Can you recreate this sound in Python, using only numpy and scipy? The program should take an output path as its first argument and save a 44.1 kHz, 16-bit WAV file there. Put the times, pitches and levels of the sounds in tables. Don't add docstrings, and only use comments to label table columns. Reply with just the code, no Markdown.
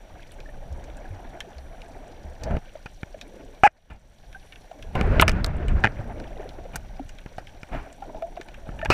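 import sys
import numpy as np
from scipy import signal
from scipy.fft import rfft, irfft
from scipy.io import wavfile
from scipy.ndimage import uniform_filter1d, minimum_filter1d

SR = 44100
rng = np.random.default_rng(int(sys.argv[2]) if len(sys.argv) > 2 else 0)


def file_out(sig):
    cols = np.atleast_2d(sig).T
    lim = np.clip(cols, -1, 1)
    pcm = np.round(lim * 32767).astype(np.int16)
    wavfile.write(sys.argv[1], SR, pcm)


N = 393813
T = np.arange(N) / SR

# pitch_hz, level_db
CHURN_TONE = [(10, -15.5), (25, 4), (45, -1), (70, 1), (110, -8.5), (190, -15), (300, -23.5), (600, -43),
              (1200, -109.5)]
SLOSH_TONE = [(60, -44.5), (160, -10.5), (280, -5), (440, -6.5), (610, -0.5), (760, -1.5), (880, -3.5),
              (1020, -13), (1200, -42.5), (2000, -56)]
# pitch_hz, width_hz, level_db
HOUSING_MODES = [(440, 190, 0.5), (638, 45, 9), (856, 145, 7.5), (1338, 166, 6), (1620, 148, 7),
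                 (1760, 133, 9.5), (1958, 394, 5), (2473, 236, 7), (2784, 357, 5), (3147, 194, -2),
                 (3610, 1000, -18.5), (4820, 2900, -39.5)]


def amp(db):
    return 10 ** (np.asarray(db) / 20)


def evened(x):
    return x / np.sqrt(np.mean(x ** 2) + 1e-20)


def level_at(tone, hz):
    pitches, levels = np.transpose(tone)
    return np.interp(np.log(hz + 1), np.log(pitches + 1), levels)


def add(mix, start_s, sound):
    part = mix[max(round(start_s * SR), 0):][:len(sound)]
    part += sound[:len(part)]


def colour(x, tone, size=4096):
    log_gain = np.log(amp(level_at(tone, abs(np.fft.fftfreq(size, 1 / SR)))))
    taps = np.fft.ifft(np.exp(np.conj(signal.hilbert(log_gain)))).real[:size // 2]
    return signal.fftconvolve(x, taps)[:len(x)]


def wander(per_s):
    spectrum = rfft(rng.standard_normal(N))
    return evened(irfft(spectrum * np.exp(-(np.fft.rfftfreq(N, 1 / SR) / per_s) ** 2), N))


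def resonate(x, hz, width_hz):
    turn = np.exp(2j * np.pi * np.cumsum(hz * np.ones(len(x))) / SR)
    r = np.exp(-np.pi * width_hz / SR)
    return 2 * (turn * signal.lfilter([(1 - r) ** 2], [1, -2 * r, r * r], x / turn)).real


def housing(x, modes=HOUSING_MODES):
    t = np.arange(len(x[:2048])) / SR
    ring = sum(amp(db) * width * np.exp(-np.pi * width * t) * np.sin(2 * np.pi * hz * t + k * np.pi / 2)
               for k, (hz, width, db) in enumerate(modes))
    return signal.fftconvolve(x, ring)[:len(x)]


def bubble(hz, ring_s, onset_s, rise=0.025):
    t = np.arange(int(ring_s * SR) + 2) / SR
    note = np.sin(2 * np.pi * hz * t * (1 + rise * t / ring_s))
    return note * np.exp(-np.log(1000) * t / ring_s) * (1 - np.exp(-(t / onset_s) ** 2))


def clicks(per_s, spread_db):
    out = np.zeros(N)
    when, size, side = rng.random((4000, 3))[:int(per_s * N / SR)].T
    strength = amp(spread_db * np.minimum(-np.log(size + 1e-9), 4))
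    out[(when * N).astype(int)] = strength * np.sign(side - .5)
    return out


def swarm(low_hz, high_hz, per_s, cycles, spread_db, sizes=24):
    return evened(sum(
        signal.oaconvolve(clicks(per_s / sizes, spread_db), bubble(hz, cycles / hz, 1 / hz))[:N]
        * np.sqrt(hz) for hz in np.geomspace(low_hz, high_hz, sizes)))


def burst(rattle_s, tail_db, tail_s, spike=5, size=4096):
    t = np.arange(size) / SR
    shape = np.exp(-t / max(rattle_s, .0003)) + amp(tail_db) * np.exp(-t / tail_s)
    push = rng.standard_normal(size) * shape
    push[0] += spike
    return push


def tick(push, hz, fall_db=9):
    # pitch_hz, level_db
    tick_tone = [(2200, -24), (3800, -1), (5500, -1), (7200, -6), (9000, -4), (11000, -10), (13500, -5),
                 (15500, -14)]
    grid = np.geomspace(tick_tone[0][0], tick_tone[-1][0], 24)
    octaves = np.log2(grid / hz)
    bumps_db = 8 * np.exp(-(octaves / .47) ** 2) + 4 * np.exp(-((octaves - 1) / .47) ** 2)
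    levels_db = level_at(tick_tone, grid) + bumps_db - fall_db * np.maximum(octaves, 0)
    return colour(push, np.transpose([grid, levels_db]))


def rumble(flow_db):
    # pitch_hz, level_db
    gentle_tone = [(10, -7.5), (25, 4), (45, -5), (70, -10.5), (110, -15), (180, -17.5), (300, -33.5),
                   (600, -30.5), (1200, -89)]
    eddies = rng.standard_normal(N)
    vigour = np.clip((flow_db + 41) / 10, 0, 1)
    gentle, churning = evened(colour(eddies, gentle_tone)), evened(colour(eddies, CHURN_TONE))
    return (1 - vigour) * gentle + vigour * churning


def slosh():
    hollow = evened(resonate(rng.standard_normal(N), 641.6 * 2 ** (.2 * wander(8.4)), width_hz=90))
    gurgle = swarm(215.3, 1160, per_s=500, cycles=25, spread_db=2.75)
    return evened(colour(gurgle + 2 * rng.standard_normal(N) + amp(-8) * hollow, SLOSH_TONE))


def froth(froth_db):
    # pitch_hz, level_db
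    calm_tone = [(700, -17), (1100, 2.5), (1280, -7), (1500, 3), (1780, 0.5), (2020, -2.5), (2330, -0.5),
                 (2750, -12.5), (3500, -12.5), (6000, -34.5), (12000, -50)]
    foam_tone = [(500, -28), (950, 2.5), (1250, 2), (1600, 3.5), (2050, -4), (2550, -6), (3150, -16.5),
                 (4400, -23), (6000, -31.5), (12000, -48)]
    trickle = evened(colour(swarm(1200, 3600, per_s=300, cycles=38, spread_db=2.7), calm_tone))
    noise = rng.standard_normal(N)
    breaking = np.clip((froth_db + 61.5) / 8, 0, 1)
    foam = (1 - breaking) * evened(colour(noise, calm_tone)) + breaking * evened(colour(noise, foam_tone))
    plinks = np.interp(froth_db, [-64, -58, -44], [.4, .7, .35])
    return plinks * trickle + np.sqrt(1 - plinks ** 2) * foam


def glug():
    # pitch_hz, level_db
    glug_tone = [(100, -18), (200, 2), (300, -2.5), (420, 1.5), (600, -3.5), (800, -9.5), (1000, -41),
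                 (2000, -58.5)]
    return evened(colour(swarm(200, 760, per_s=220, cycles=24, spread_db=2.5), glug_tone))


def surges():
    # full_at_s, rise_s, hold_s, fade_s, flow_db, slosh_db, froth_db, glug_db
    pushes = [(2.435, 0.026, 0.15, 0.0025, -32.5, -39.5, -49.5, -58),
              (2.502, 0.004, 0.05, 0.015, -29, -32.5, -41.5, -40),
              (3.387, 0.12, 0.042, 0.092, -70, -69, -82, -45),
              (4.828, .04, 0.12, .03, -40.5, -61, -77, -61.5),
              (4.962, 0.01, 0.26, 0.42, -24.5, -34, -34, -33),
              (5.134, 0.093, 0.16, 0.057, -22.5, -55, -40, -44),
              (5.247, 0.029, 0.058, 0.13, -9.5, -29.5, -27, -56),
              (5.574, 0.073, 0.082, 0.049, -31, -47, -46, -38),
              (5.721, 0.09, 0.015, 0.096, -22.5, -64, -47, -59),
              (6.087, 0.059, 0.14, 0.032, -40, -52, -67, -41),
              (7.755, 0.033, 0.013, .053, -41, -39.5, -39, -50),
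              (8.162, 0.016, 0.029, 0.011, -43, -46, -79, -47),
              (8.889, 0.011, 0.024, 0.026, -26.5, -48, -41, -52)]
    gains = np.zeros((4, N))
    for s, rise, hold, fade, *levels_db in pushes:
        near = slice(max(int((s - 8 * rise) * SR), 0), int((s + hold + 8 * fade) * SR))
        shape = np.exp(np.minimum((T[near] - s) / rise, (s + hold - T[near]) / fade).clip(None, 0))
        gains[:, near] = np.hypot(gains[:, near], amp(levels_db)[:, None] * shape)
    return gains


def water():
    # time_s, flow_db, slosh_db, froth_db
    current = [
        [(0.0, -47.5, -55, -58.5), (0.31, -47, -51.5, -58), (0.84, -39, -48, -56), (1.41, -47, -48.5, -53.5),
         (2.35, -46, -50, -58)],
        [(2.66, -52, -58, -58), (2.972, -48.5, -59, -63.5), (3.25, -52.5, -55.5, -60.5), (3.85, -48, -58, -61)],
        [(4.3, -48.5, -60, -64), (4.61, -51, -58.5, -61.5), (4.8, -61, -52.5, -62.5)],
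        [(5.95, -39, -48, -60), (6.42, -41.5, -43.5, -53.5), (6.88, -41, -57.5, -60),
         (7.3, -49.5, -57.5, -59.5), (8.25, -49.5, -46, -59.5), (8.54, -47, -56.5, -57.5),
         (8.75, -38, -46, -56)],
    ]
    times, *columns = np.vstack(current).T
    calm_db = np.array([np.interp(T, times, column) for column in columns])
    calm_db[0] += 1.5 * wander(per_s=5)
    *pushed, glug_gain = surges()
    flow_db, slosh_db, froth_db = 20 * np.log10(np.hypot(amp(calm_db), pushed))
    rumbling, sloshing, glugging, frothing = rumble(flow_db), slosh(), glug(), froth(froth_db)
    flicker = wander(per_s=24)
    return (rumbling * amp(flow_db + 3) + sloshing * amp(slosh_db + 1 + 2.3 * flicker)
            + glugging * glug_gain + frothing * amp(froth_db - 2.2 + 1.9 * flicker))


def far_shrimp():
    # pitch_hz, level_db
    hiss_tone = [(1000, -3), (2200, -1.5), (3300, 4), (4300, 0.5), (5200, -9), (6500, -4.5), (8000, -8.5),
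                 (9500, -6.5), (10500, -11.5), (12500, -15), (14500, -19.5), (16000, -46.5)]
    crackle_tone = [(800, -17), (1500, -5), (2800, 3), (4200, 0), (8000, -4), (11000, -6.5), (14000, -16)]
    t = np.arange(2048) / SR
    swell = np.exp(-t / .0035) * (1 - np.exp(-t / .0012))
    pops = np.zeros(N)
    for hz in np.geomspace(1700, 10500, 8):
        swells = signal.oaconvolve(abs(clicks(per_s=36, spread_db=3.3)), swell)[:N]
        pops += swells * evened(resonate(rng.standard_normal(N), hz, hz / 2))
    hiss = evened(colour(rng.standard_normal(N), hiss_tone))
    return amp(-66) * (evened(colour(pops, crackle_tone)) + hiss)


def whine():
    # pitch_hz, level_db, jitter (dB of level and radians of phase)
    thin_tones = [(5620, -77, 1.3), (5844, -72, 0.43), (8781, -88.5, .3), (11705, -84.5, .6),
                  (14625, -80.5, .25)]
    # pitch_hz, level_db
    whirr_tones = [(9250, -4), (9680, -3), (10340, -2), (11290, -5)]
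    # start_s, end_s, level_db
    whirr_times = [(1.57, 1.87, -77), (4.29, 4.67, -74.5), (6.31, 6.62, -79)]
    flutter = .7 * np.sin(2 * np.pi * 29.6 * T)
    tones = sum(np.sqrt(2) * amp(db + jitter * wander(14))
                * np.sin(2 * np.pi * hz * T + flutter + jitter * wander(140))
                for hz, db, jitter in thin_tones)
    whirr = evened(sum(amp(db) * np.sin(2 * np.pi * hz * T + 1.2 * wander(70)) for hz, db in whirr_tones))
    gate = sum(amp(db) * ((T > start) & (T < end)) for start, end, db in whirr_times)
    return tones + whirr * uniform_filter1d(gate, size=4400)


def fizz(per_s=130, spread_octaves=.62, range_db=21):
    # start_s, length_s, level_db, middle_hz
    bunches = [(0.191, .17, -37.5, 2350), (0.427, .08, -50, 1800), (.8, .2, -40.5, 2310),
               (1.03, 0.1, -43, 2070), (1.195, .12, -40.5, 2540), (5.516, .12, -33.5, 2640),
               (5.908, 0.19, -38.5, 2030), (6.088, .22, -41, 2740), (6.367, 0.095, -39, 2380)]
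    out = np.zeros(N)
    for start_s, length_s, level_db, middle_hz in bunches:
        for when, size, weak in rng.random((48, 3))[:int(per_s * length_s) + 1]:
            hz = middle_hz * 2 ** (spread_octaves * (2 * size - 1))
            plink = bubble(hz, ring_s=29 / hz, onset_s=1 / hz, rise=.1)
            add(out, start_s + when * length_s, amp(level_db - range_db * weak) * plink)
    return out


def near_shrimp(count=13):
    # start_s, level_db, tick_db (against the ring), pitch_hz
    nearest = [(.3197, -34, -1, 9000), (.403, -36.5, -2, 3800), (.97, -39.5, 10, 7400),
               (1.4048, -20.5, 1.5, 3190), (1.583, -38, 1, 4370), (1.818, -34, -11.5, 5130),
               (2.4359, -24.5, 3.5, 5370), (3.2128, -26.5, 2, 3750), (4.328, -37, -1, 3240),
               (4.5236, -32, -22, 2600), (4.5585, -34.5, -1, 2600), (4.825, -33.5, 2, 2900),
               (5.6828, -25.5, -13, 7000), (6.2396, -35.5, -20, 2380), (6.4914, -32.5, 10, 3600),
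               (7.0921, -36, -4.5, 6160), (7.1859, -36, -0.5, 3200), (7.4706, -34, -3, 3220),
               (7.928, -36, 2, 7500), (8.3682, -37, -6.5, 2500), (8.4125, -28.5, -5, 3780),
               (8.486, -34.5, -5, 3980), (8.5429, -34.5, -5, 2830), (8.7902, -31.5, -12, 2960)]
    neighbours = [((k + when) / count * N / SR, -35 - 21 * weak, -2, 4900 * 2 ** (2 * pitch - 1))
                  for k, (when, weak, pitch) in enumerate(rng.random((count, 3)))]
    out = np.zeros(N)
    for start_s, level_db, tick_db, hz in list(nearest) + neighbours:
        push = burst(rattle_s=.0005, tail_db=-7.5, tail_s=.0074)
        crack = evened(resonate(push, hz, .44 * hz)) + amp(-9.5) * evened(tick(push, 5300))
        pop = evened(housing(push, HOUSING_MODES[4:])) + amp(tick_db) * crack
        add(out, start_s, amp(level_db - 1) * pop / abs(pop).max())
    return out


def bubbles(spread_octaves=.61, scatter_s=.027, wobble_db=2):
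    # start_s,
    # pitch_hz, level_db, ring_s
    plops = [(.457, 1740, -40.5, 0.035), (.4878, 1760, -41, 0.039), (0.702, 66, -22.5, 0.24),
             (1.0533, 1620, -39, .025), (1.101, 90.6, -24, 0.2), (1.472, 374, -36, 0.045),
             (1.55, 64.6, -32.5, 0.65), (2.239, 67.3, -27.5, 0.31), (2.512, 204, -21.5, 0.095),
             (2.753, 602, -25, 0.024), (3.143, 603, -23.5, 0.023), (4.346, 1530, -31, 0.059),
             (4.355, 757, -40, 0.083), (4.713, 672, -25.5, 0.015), (4.954, 1005, -21.5, 0.075),
             (5.984, 108, -29, 0.36), (6.395, 408, -27, 0.044), (6.455, 437, -25, 0.022),
             (6.586, 330, -27, 0.013), (6.653, 527, -26, 0.023), (6.994, 726, -27, 0.018),
             (6.997, 270, -24.5, 0.073), (7.382, 683, -19.5, 0.014), (8.021, 772, -25, 0.049),
             (8.024, 1374, -41, 0.064), (8.146, 630, -27.5, 0.099), (8.167, 840, -32, 0.079),
             (8.222, 658, -18.5, 0.12), (8.372, 675, -23.5, 0.035), (8.398, 380, -30, 0.01),
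             (8.826, 637, -19.5, 0.082), (8.825, 1760, -24.5, .06), (8.902, 345, -6.5, 0.012),
             (8.912, 1197, -16, 0.027), (8.913, 2564, -15.5, 0.11)]
    out = np.zeros(N)
    for start_s, hz, level_db, ring_s in plops:
        plop = bubble(hz, ring_s, onset_s=.003 + .6 / hz, rise=.05)
        add(out, start_s, amp(level_db - 4) * plop / abs(plop).max())
        for lag, size in rng.random((3, 2)):
            side_hz = hz * 2 ** (spread_octaves * (2 * size - 1))
            side_plop = bubble(side_hz, ring_s=16 / hz, onset_s=1 / hz, rise=.2)
            add(out, start_s + scatter_s * (lag - .3), amp(level_db - 17) * side_plop)
        tap = housing(burst(rattle_s=.0036, tail_db=-26, tail_s=.0045))
        add(out, start_s, amp(level_db - 17.5) * min(hz / 600, 1) * tap / abs(tap).max())
    return out * amp(wobble_db * wander(per_s=90))


def hit(level_db, thud_db, tick_db, rattle_s, tick_hz, clack_hz, ring_db=0):
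    push = burst(rattle_s, tail_db=-27, tail_s=.008, spike=8)
    chatter_db = 3 * evened(uniform_filter1d(rng.standard_normal(len(push)), int(.00053 * SR)))
    push[1:] *= np.minimum(evened(amp(chatter_db)), 2)[1:]
    flex_time = np.arange(len(push)) / SR / .0014
    thud = flex_time * (2 - flex_time) * np.exp(-flex_time)
    low = amp(-.5) * evened(housing(push, HOUSING_MODES[:4]))
    high = evened(housing(push, HOUSING_MODES[3:]))
    clack = amp(1) * evened(resonate(push, clack_hz, .42 * clack_hz))
    ring = amp(ring_db) * (low + high) + clack + amp(tick_db + 3) * evened(tick(push, tick_hz))
    return amp(level_db + 2) * (ring + amp(thud_db + 10) * evened(thud)) / abs(ring).max()


def knocks():
    # start_s, level_db, thud_db, tick_db, rattle_s, tick_hz, clack_hz
    hits = [(2.509, -30.5, 8, -18, 0.0014, 2800, 780), (2.568, -29, 8.5, -15, 0.00042, 4000, 1260),
            (2.859, -28.5, -7.5, -15.5, 0.0061, 4230, 1530), (3.032, -26, 3.5, -30, 0.0013, 3500, 2250),
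            (5.012, -15.5, 4.5, -10, 0.00037, 4260, 2400), (5.1975, -3.5, -5.5, -34, 0.0046, 3640, 2670),
            (5.211, -11, -20, -3, 0.0025, 6500, 2700), (5.215, -5.5, -8, 6, 0.0011, 11900, 4000),
            (5.222, 9, -15.5, -24, 0.0043, 7500, 1204), (5.2801, 3.5, -13, -6, .005, 5400, 2560),
            (5.2943, -3, -25, -2, 0.0029, 5050, 2380), (5.308, -21, -5, -16, .0032, 6000, 2400),
            (5.317, -21.5, -5, -3, .003, 7000, 3000), (5.445, -5.5, -20, 0.5, 0.0015, 4370, 4100),
            (5.463, -16.5, -2, 7, .0027, 7300, 3980), (6.2, -37.5, -6, -4, 0.0033, 3900, 1820),
            (6.758, -21, -12, -2, 0.0044, 7240, 1730), (6.762, -20.5, -15, 12, .0025, 11500, 2400),
            (7.261, -36, 2, -17, 0.0016, 4000, 1410), (7.382, -32.5, -3.5, -11, .011, 4400, 1640),
            (7.632, -29, -4, -10.5, .0015, 5100, 2250), (8.691, -34.5, 7, -23, 0.0015, 4000, 740),
            (8.815, -26.5, -24, -36, 0.0039, 3300, 1860), (8.85, -25.5, -15, -2, .0035, 5250, 2500),
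            (8.857, -19.5, -20, -22, 0.003, 4000, 1510), (8.902, -10, -10, -11.5, 0.02, 4370, 787),
            (8.923, -19, -30, -9.5, 0.005, 2980, 2020)]
    out = np.zeros(N)
    for start_s, *settings in hits:
        add(out, start_s, hit(*settings))
    return out


def squeak(start_s=3.635, grip_s=.032, let_go_s=.01, top_hz=848, top_s=.0185):
    # multiple_of_pitch, level_db
    overtones = [(1, 1.5), (2, -14.5), (3, -19.5), (6, -32), (7, -33)]
    # pitch_hz, level_db
    finger_tone = [(300, -0.5), (800, -2.5), (2550, 1.5), (2900, -3), (3700, -17), (8000, -14),
                   (15000, -30.5)]
    t = np.arange(SR // 10) / SR
    gripping = t < grip_s
    hz = top_hz * (1 - .2 * np.minimum(abs(t / top_s - 1), 1) ** 2)
    phase = 2 * np.pi * np.cumsum(hz) / SR
    note = evened(sum(amp(db) * np.sin(k * phase) for k, db in overtones))
    friction = rng.standard_normal(len(t)) * (.53 + (1 + np.sin(phase)) ** 2 / 4)
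    scrape, grit = evened(housing(friction)), evened(tick(friction, 6100, fall_db=-3.5))
    rough = np.where(gripping, .11 + .21 * np.exp(-t / .0064), .55)
    rub = (1 - rough) * note + rough * scrape + amp(-19.5) * grit
    shape = np.where(gripping, 1, amp(-10.5) * (t < grip_s + let_go_s))
    echo = amp(-37.5) * np.exp(-abs(t - grip_s) / .013)
    land = hit(13, thud_db=-21.5, tick_db=-20, rattle_s=.00074, tick_hz=5000, clack_hz=1310)
    lift = hit(2.5, thud_db=-16.5, tick_db=-9, rattle_s=.00043, tick_hz=5000, clack_hz=1700, ring_db=-6)
    out = np.zeros(N)
    add(out, start_s, land)
    add(out, start_s, amp(9) * (shape + echo) * rub)
    add(out, start_s + .039, lift)
    return colour(out, finger_tone)


def swishes_and_click():
    # start_s, level_db, rise_s, fade_s
    swells = [(3.899, -34, 0.0035, 0.024), (4.952, -21.5, 0.00078, 0.0048), (6.73, -40, .03, 0.015),
              (7.712, -39, 0.052, 0.037)]
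    out, t = np.zeros(N), np.arange(SR // 4) / SR
    for start_s, level_db, rise_s, fade_s in swells:
        noise = rng.standard_normal(len(t))
        wash = amp(13) * evened(colour(noise, CHURN_TONE)) + evened(colour(noise, SLOSH_TONE))
        shape = (1 - np.exp(-t / rise_s)) * np.exp(-t / fade_s)
        add(out, start_s, amp(level_db - 3.5) * (evened(housing(noise)) + wash) * shape / shape.max())
    return out


def creak():
    # start_s, level_db, thud_db, clack_hz
    slips = [(5.839, -8.5, -23.5, 1660), (5.8439, -3.5, -15, 1545), (5.8529, -8, -14, 1580),
             (5.8624, -15.5, -11, 2110), (5.872, -13.5, -8, 1940)]
    out = np.zeros(N)
    for start_s, level_db, thud_db, clack_hz in slips:
        slip = hit(level_db, thud_db, -33, rattle_s=.0015, tick_hz=3340, clack_hz=clack_hz, ring_db=-8)
        add(out, start_s, slip)
    return colour(out, [(5500, -1), (9000, -8), (15000, -13)])


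def scene():
    sea = water() + bubbles() + fizz() + far_shrimp()
    return (sea + swishes_and_click() + knocks() + creak() + near_shrimp() + squeak() + whine())[None]


def record(dry, ceiling_db=-1, recovery_db_per_s=22, cutoff_hz=15900):
    peak_db = 20 * np.log10(abs(dry[0]) + 1e-9)
    recovery_db = T * recovery_db_per_s
    held_db = np.maximum.accumulate(peak_db + recovery_db) - recovery_db
    gain_db = -np.maximum(held_db - ceiling_db, 0)
    limited = dry * amp(uniform_filter1d(minimum_filter1d(gain_db, size=45), size=45))
    treble_cut = signal.firwin(511, cutoff_hz, window=("kaiser", 9), fs=SR)
    return signal.oaconvolve(limited, treble_cut[None], "same")


dry = scene()
out = record(dry)
file_out(out)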